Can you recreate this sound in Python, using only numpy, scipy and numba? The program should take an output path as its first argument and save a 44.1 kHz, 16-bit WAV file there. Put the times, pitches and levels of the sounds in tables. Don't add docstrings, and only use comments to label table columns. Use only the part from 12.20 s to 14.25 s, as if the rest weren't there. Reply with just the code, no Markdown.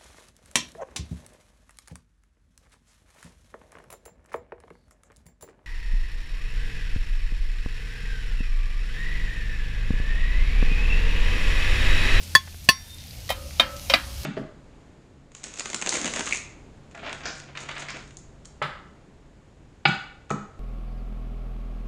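import sys
import numpy as np
from scipy import signal
from scipy.io import wavfile
from scipy.ndimage import uniform_filter1d
from numba import njit

SR = 44100
rng = np.random.default_rng(int(sys.argv[2]) if len(sys.argv) > 2 else 0)


def unload_audio(sound):
    columns = np.transpose(np.atleast_2d(sound))
    steps = np.round(np.clip(columns, -1, 1) * 32767)
    wavfile.write(sys.argv[1], SR, steps.astype(np.int16))


def invert_db(level):
    return 10 ** (np.asarray(level, dtype=float) / 20)


N = 90404

# t/s, peak level/dB, contact time/s, clatter level/dB, share of the kettle/dB
GRATE_TAPS = [
    (1.1024, -20.5, 0.0017, -14, -25.5),
    (1.3967, 1.5, 0.00183, -23.5, -42.5),
    (1.697, -13, 0.00292, -11.5, -22),
    (1.7372, 1.5, 0.00095, -22.5, -39.5),
]
BARS_HZ = [549, 660, 990, 1227, 1675, 1933, 2021, 2160, 2430, 2850, 3117, 3210, 3547, 3716]
BARS_T60 = [0.098, 0.048, 0.085, 0.038, 0.18, 0.075, 0.093, 0.11, 0.1, 0.026, 0.11, 0.15, 0.038, 0.062]


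def level(x, db):
    return x * invert_db(db) / np.sqrt(np.mean(x ** 2))


def band(x, hz, width):
    half = np.sqrt(1 + (width / hz / 2) ** 2) + width / hz / 2
    edges = [hz / half, min(hz * half, SR / 2.1)]
    return signal.sosfilt(signal.butter(2, edges, "band", fs=SR, output="sos"), x)


def walk(rate):
    hold = int(SR / rate)
    steps = np.repeat(rng.standard_normal(N // hold + 1), hold)
    return 1.3 * uniform_filter1d(uniform_filter1d(steps, hold), hold)[:N]


def add(out, at_s, x):
    i = int(at_s * SR)
    out[i:i + len(x)] += x[:N - i]


def fade(t, t60):
    return 1000. ** (-t / t60)


def ring(hz, db, t60, length_s=1.0):
    t = np.arange(int(length_s * SR)) / SR
    turn = rng.random((len(hz), 1))
    hz, db, t60 = (np.array(v, float)[:, None] for v in (hz, db, t60))
    partials = invert_db(db) * np.sin(2 * np.pi * (hz * t + turn)) * fade(t, np.clip(t60, .01, 1.2))
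    return np.sum(partials, axis=0)


def coloured(points, flicker_db):
    hz, db = np.array(points, float).T
    count = int(3 * np.log2(hz[-1] / hz[0])) + 1
    out = np.zeros(N)
    for f in np.geomspace(hz[0], hz[-1], num=count):
        band_db = np.interp(np.log(f), np.log(hz), db) + flicker_db * walk(11.36)
        out += invert_db(band_db) * band(rng.standard_normal(N), f, f / 4)
    return out


def blows(hits, rings, clatter):
    out, t = np.zeros(N), np.arange(SR // 2) / SR
    crack = invert_db(-2) * fade(t, 0.078)
    for (at_s, peak_db, contact_s, clatter_db, *_), bodies in zip(hits, rings):
        blow = bodies / 2
        for f, db, t60 in clatter:
            noise = band(band(rng.standard_normal(len(t)), f, 0.6 * f), f, f)
            add(blow, 0, level(noise, db + clatter_db - 6.5) * (crack + fade(t, t60)))
        contact = np.minimum(np.arange(len(blow)) / SR / contact_s, 1) ** 1.12
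        add(out, at_s, invert_db(peak_db) * blow * contact)
    return out


def sizzle():
    # f/Hz, density/dB
    hiss_bands = [(1500, -11), (2500, 0), (4000, 0), (5500, 2), (7000, -7.5), (10000, -4), (13000, -4.5),
                  (15500, -13)]
    bubbles_per_s = 530
    bursts = rng.random(N) < bubbles_per_s / SR
    pops = bursts * invert_db(2 * rng.exponential(size=N)) * np.sign(rng.standard_normal(N))
    return level(coloured(hiss_bands, 1.5), -46) + level(band(pops, 4320, 4550), -52)


def garden_air():
    # f/Hz, density/dB
    air_bands = [(25, -3.5), (60, -2.5), (125, -9), (175, -14.5), (400, -29.5), (600, -26), (1200, -31),
                 (2500, -36.5)]
    return level(coloured(air_bands, 3.3), -40.5)


def breeze():
    # t/s, level/dB
    gusts = [
        (0, 1),
        (.4, 0.5),
        (.62, -1),
        (.95, 0),
        (1.3, -0.5),
        (1.6, 3),
        (2.05, 5.5),
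    ]
    return invert_db(np.interp(np.arange(N) / SR, *np.array(gusts).T))


def far_engine():
    # t/s, firing f/Hz, level/dB
    path = [
        (0, 86.2, -39),
        (.2, 83.43, -36.5),
        (.5, 84.56, -42.5),
        (.8, 79.48, -43),
        (1.05, 86.06, -46),
        (1.299, 76.46, -37),
        (1.5, 70.2, -46.5),
        (1.8, 64.7, -38.5),
        (2.05, 63.2, -41),
    ]
    t, (at_s, hz, db) = np.arange(N) / SR, np.array(path).T
    firing_hz = np.interp(t, at_s, hz) * (1 + 0.0098 * walk(15.14))
    engine_db = np.interp(t, at_s, db) + 2.0 + 0.57 * walk(20.5)
    return invert_db(engine_db) * np.sin(2 * np.pi * np.cumsum(firing_hz) / SR)


def slides():
    # t/s, length/s, level/dB, colour f/Hz
    strokes = [
        (.03, 0.03, -38, 4700),
        (.44, 0.028, -39.5, 8000),
        (1.091, 0.0407, -29, 2850),
        (1.093, 0.043, -32.5, 12400),
    ]
    scraped_db = [-5.5, -6.5, -12, -5, -30, -3.5, -33, -10.5, -12, -24, -6, -18, -35, -4.5]
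    out, size = np.zeros(N), SR // 4
    bars = ring(BARS_HZ, scraped_db, BARS_T60)
    for k, (at_s, length_s, db, hz) in enumerate(strokes):
        grains = rng.standard_normal(size) * invert_db(0.5 * rng.exponential(size=size))
        phase = np.minimum(np.arange(size) / SR / length_s, 1)
        stroke = np.abs(np.sin(np.pi * phase)) ** 0.15 * (1 - phase) ** .5
        grit = level(grains, 0) * stroke * invert_db(2 * walk(217)[:size])
        add(out, at_s, invert_db(db) * band(grit, hz, 1.45 * hz))
        if k == 2:
            rung = signal.fftconvolve(grit * (1 - phase) ** 0.24, bars)
            loudest = np.sqrt(np.max(uniform_filter1d(rung ** 2, size=900)))
            add(out, at_s, invert_db(-26.5) * rung / loudest)
    return out


def spits():
    # t/s, peak level/dB, colour f/Hz, bandwidth as share of the colour
    noise_pops = [(0.275, -29.5, 1028, 1.25), (0.279, -32, 1480, 0.69), (0.49, -6, 705, 1.15),
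                  (.345, -33.5, 510, 2.6), (.684, -38, 12500, .5), (.686, -43, 3200, .4), (.698, -40, 13600, .5),
                  (.73, -41, 12500, .4), (.746, -33.5, 9000, 1.3), (.774, -42, 9500, .3),
                  (.785, -29.5, 4000, 0.8), (0.806, -33, 4000, .6), (0.816, -39, 5500, 0.26),
                  (.871, -35, 11300, .6), (0.882, -32, 4360, 0.46), (.909, -30.5, 4000, 0.49),
                  (1.079, -30, 4660, 0.64), (1.1033, -12.5, 680, 0.53), (1.093, -25, 4000, 0.7),
                  (1.104, -23, 12570, 0.35), (1.309, -33.5, 2200, 1.1), (1.566, -27, 3800, 0.95),
                  (.152, -17, 208, 0.82), (0.058, -46, 3000, .4), (.325, -37, 2750, .3)]
    out, t = np.zeros(N), np.arange(2000) / SR
    for at_s, db, hz, share in noise_pops:
        burst = rng.standard_normal(len(t)) * np.sqrt(t) * fade(t, 0.0095)
        pop = band(burst, hz, share * hz)
        add(out, at_s - .001, invert_db(db) * pop / np.abs(pop).max())
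    return out


def plate_knocks():
    # t/s, peak level/dB, contact time/s, clatter level/dB
    knocks = [
        (.1511, 9, 0.0012, -22),
        (.4885, 9, 0.0014, -19.5),
    ]
    # f/Hz, level/dB, t60/s
    clatter = [(175, -9, 0.057), (390, -9, 0.023), (797, -10.5, 0.033), (2010, -13, 0.28), (4000, -2, 0.12),
               (7160, -9.5, 0.071), (11500, -3, 0.065), (15050, -30, 0.038)]
    # f/Hz; t60/s; level/dB, one row per knock
    plate_hz = [165, 1066, 1735, 1764, 2620, 2850, 3402, 3360, 4515, 4597, 4893, 5965, 6775, 10700]
    plate_t60 = [0.034, 0.074, 0.027, 0.054, 0.046, 0.039, 0.095, 0.047, 0.076, 0.036, 0.016, 0.05, 0.04,
                 0.049]
    plate_db = [
        [-19, -3.5, -2.5, 4, -15.5, -27, -6, -9, -9, -2, -8, -21, -14.5, -19],
        [-10, -8.5, -8.5, -1, -1, -3, -25, -7.5, -12, -3, -7, -12.5, -20, -23],
    ]
    # f/Hz; t60/s; level/dB, one row per knock
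    turner_hz = [1066, 1314, 1755, 2051, 3607, 4594, 5243, 5649, 5782, 6535, 8040, 9803, 10010]
    turner_t60 = [0.15, 0.23, 0.46, 0.3, 0.98, 0.27, 0.15, 0.35, 0.15, 0.13, 0.1, 0.14, 0.16]
    turner_db = [
        [-21.5, -58, -38.5, -50.5, -54.5, -37, -39.5, -46.5, -34.5, -26.5, -59, -44.5, -45.5],
        [-17.5, -38, -37, -34, -43, -26.5, -26.5, -27, -22, -49, -29, -38, -28],
    ]
    # f/Hz; t60/s; level/dB, one row per knock
    rim_hz = [310, 700, 1920, 2075, 2740, 3070, 3450, 3667, 3785, 4340, 4430, 4750]
    rim_t60 = [0.033, 0.02, 0.045, .06, 0.04, 0.049, .05, 0.045, 0.032, 0.061, 0.041, 0.046]
    rim_db = [
        [-27.5, -30, -6, -15.5, -26.5, -30, -13, -26, -24.5, -25, -17.5, -13],
        [-15, -6, -17, -30, -8.5, -23, -11, -24, -14, -11, -8, -22],
    ]
    rings = [ring(plate_hz, a, plate_t60) + ring(turner_hz, b, turner_t60) + ring(rim_hz, c, rim_t60)
             for a, b, c in zip(plate_db, turner_db, rim_db)]
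    return blows(knocks, rings, clatter)


def blade_brushes():
    # t/s, length/s, level/dB, skew (under 1 peaks early)
    brushes = [
        (.692, 0.073, -40.5, .9),
        (.778, 0.1, -46.5, 0.31),
    ]
    out, t = np.zeros(N), np.arange(SR // 4) / SR
    for at_s, length_s, db, skew in brushes:
        swell = np.abs(np.sin(np.pi * np.minimum(t / length_s, 1) ** skew)) ** 0.62
        add(out, at_s, invert_db(db) * np.sin(2 * np.pi * 3630 * t) * swell)
    return out


def grate_taps():
    # f/Hz, level/dB, t60/s
    clatter = [(144.2, -16.5, 0.39), (246, -6.5, 0.39), (770, -9, 0.43), (1330, -2, 0.41), (2200, 0, 0.32),
               (3720, 3, 0.2), (6140, -5, .1), (8750, -9, 0.076), (13700, -10, 0.23)]
    # level/dB, one row per tap
    bars_db = [
        [-24, -11, -27, -3, -34, -13, -26, -16, -5, -25, -11, -31, -23, -13],
        [-12.5, -5, -20, -7, -16.5, -20, -26, -12.5, -8, -8, -8.5, -19, 1, 2],
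        [3, 2, -3, -7, -18, -21, -11, -9, 2, -3, 1, -5, -7, 0],
        [-15.5, -4, -43, -3, -15.5, -41, -4.5, -29, -7, 0.5, -16, -26, -5, -13],
    ]
    # f/Hz; t60/s; level/dB, one row per tap
    blade_hz = [1015, 2552, 3880, 4021, 4414, 4612, 5270, 5430, 6115]
    blade_t60 = [0.11, 0.052, 0.057, 0.078, 0.077, 0.047, 0.051, 0.049, 0.1]
    blade_db = [
        [-2, -1, -26, -18, -22, -27, -5, -11, -14],
        [-12.5, -17, -8, -35, -14.5, -20, -34, -20, -35],
        [-6, -28, 1.5, -27, -29, -8, -19, 0.5, -12],
        [-23, -6, -3, -34, -22, -3.5, -15, -20, -26],
    ]
    # f/Hz; t60/s; level/dB, one row per tap
    rods_hz = [735, 876, 1340, 1564, 1846, 2083, 2233, 2379, 2821, 3144, 3225, 3930, 4409, 4953]
    rods_t60 = [0.08, 0.19, 0.26, .15, 0.23, 0.23, 0.098, 0.11, 0.24, 0.13, 0.29, 0.14, 0.21, 0.11]
    rods_db = [
        [5, -12, -14, -36, -33, -31, -29, -20, -29, -17, -27, -7, -25, -10],
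        [-15.5, -25, -22, -24, -25, -26, -16, -22, -26.5, -9, -24, -37, -24, -35],
        [-25, -26, -17, -18, -26, -32, -9, -15, -14, -21, -18, -20, -33, -25],
        [-9, -45, -24.5, -21, -36, -32, -11, -9, -26, -17, -26, -13.5, -38, -20],
    ]
    thin_band = [345, 465]
    rings = [ring(BARS_HZ, a, BARS_T60) + ring(blade_hz, b, blade_t60) + ring(rods_hz, c, rods_t60)
             for a, b, c in zip(bars_db, blade_db, rods_db)]
    gap = signal.butter(2, thin_band, "bandstop", fs=SR, output="sos")
    return signal.sosfilt(gap, blows(GRATE_TAPS, rings, clatter))


def kettle():
    # f/Hz; t60/s; level/dB, one row per tap
    bowl_hz = [525, 547, 573, 650, 1238, 1310]
    bowl_t60 = [.5, 1, 1.2, 0.25, 0.45, 0.6]
    bowl_db = [
        [7, -5, -1.5, -12, 2, -5],
        [7.5, -5, 0.5, 1, -1, 9],
        [-2, -5, -4.5, -21, -17, -14],
        [-10, -2, 1, -4, 3.5, -7],
    ]
    out = np.zeros(N)
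    for (at_s, db, contact_s, _, share_db), parts_db in zip(GRATE_TAPS, bowl_db):
        add(out, at_s + contact_s, invert_db(db + share_db) * ring(bowl_hz, parts_db, bowl_t60))
    return out * invert_db(4 * walk(30.14))


def scene():
    background = breeze() * (sizzle() + garden_air()) + far_engine()
    blade = slides() + blade_brushes()
    struck = plate_knocks() + grate_taps() + kettle()
    return (background + blade + spits() + struck)[None]


@njit
def follow(x, attack, release):
    y, e = np.empty(len(x)), 0.
    for i in range(len(x)):
        e += (abs(x[i]) - e) * (attack if abs(x[i]) > e else release)
        y[i] = e
    return y


def band_limit(x):
    return signal.sosfilt(signal.butter(12, 16650, fs=SR, output="sos"), x)


def record(dry):
    duck_from_db, duck_share, attack_s, release_s = -23, 0.23, 0.0037, 0.26
    envelope = follow(dry[0], 1 / (attack_s * SR), 1 / (release_s * SR))
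    gain = np.minimum(invert_db(duck_from_db) / (envelope + 1e-9), 1) ** duck_share
    clipped = np.clip(dry * gain, -.9, .9)
    top_cut = signal.ellip(6, .5, 45, 15350, fs=SR, output="sos")
    return band_limit(signal.sosfilt(top_cut, clipped))


dry = scene()
out = record(dry)
unload_audio(out)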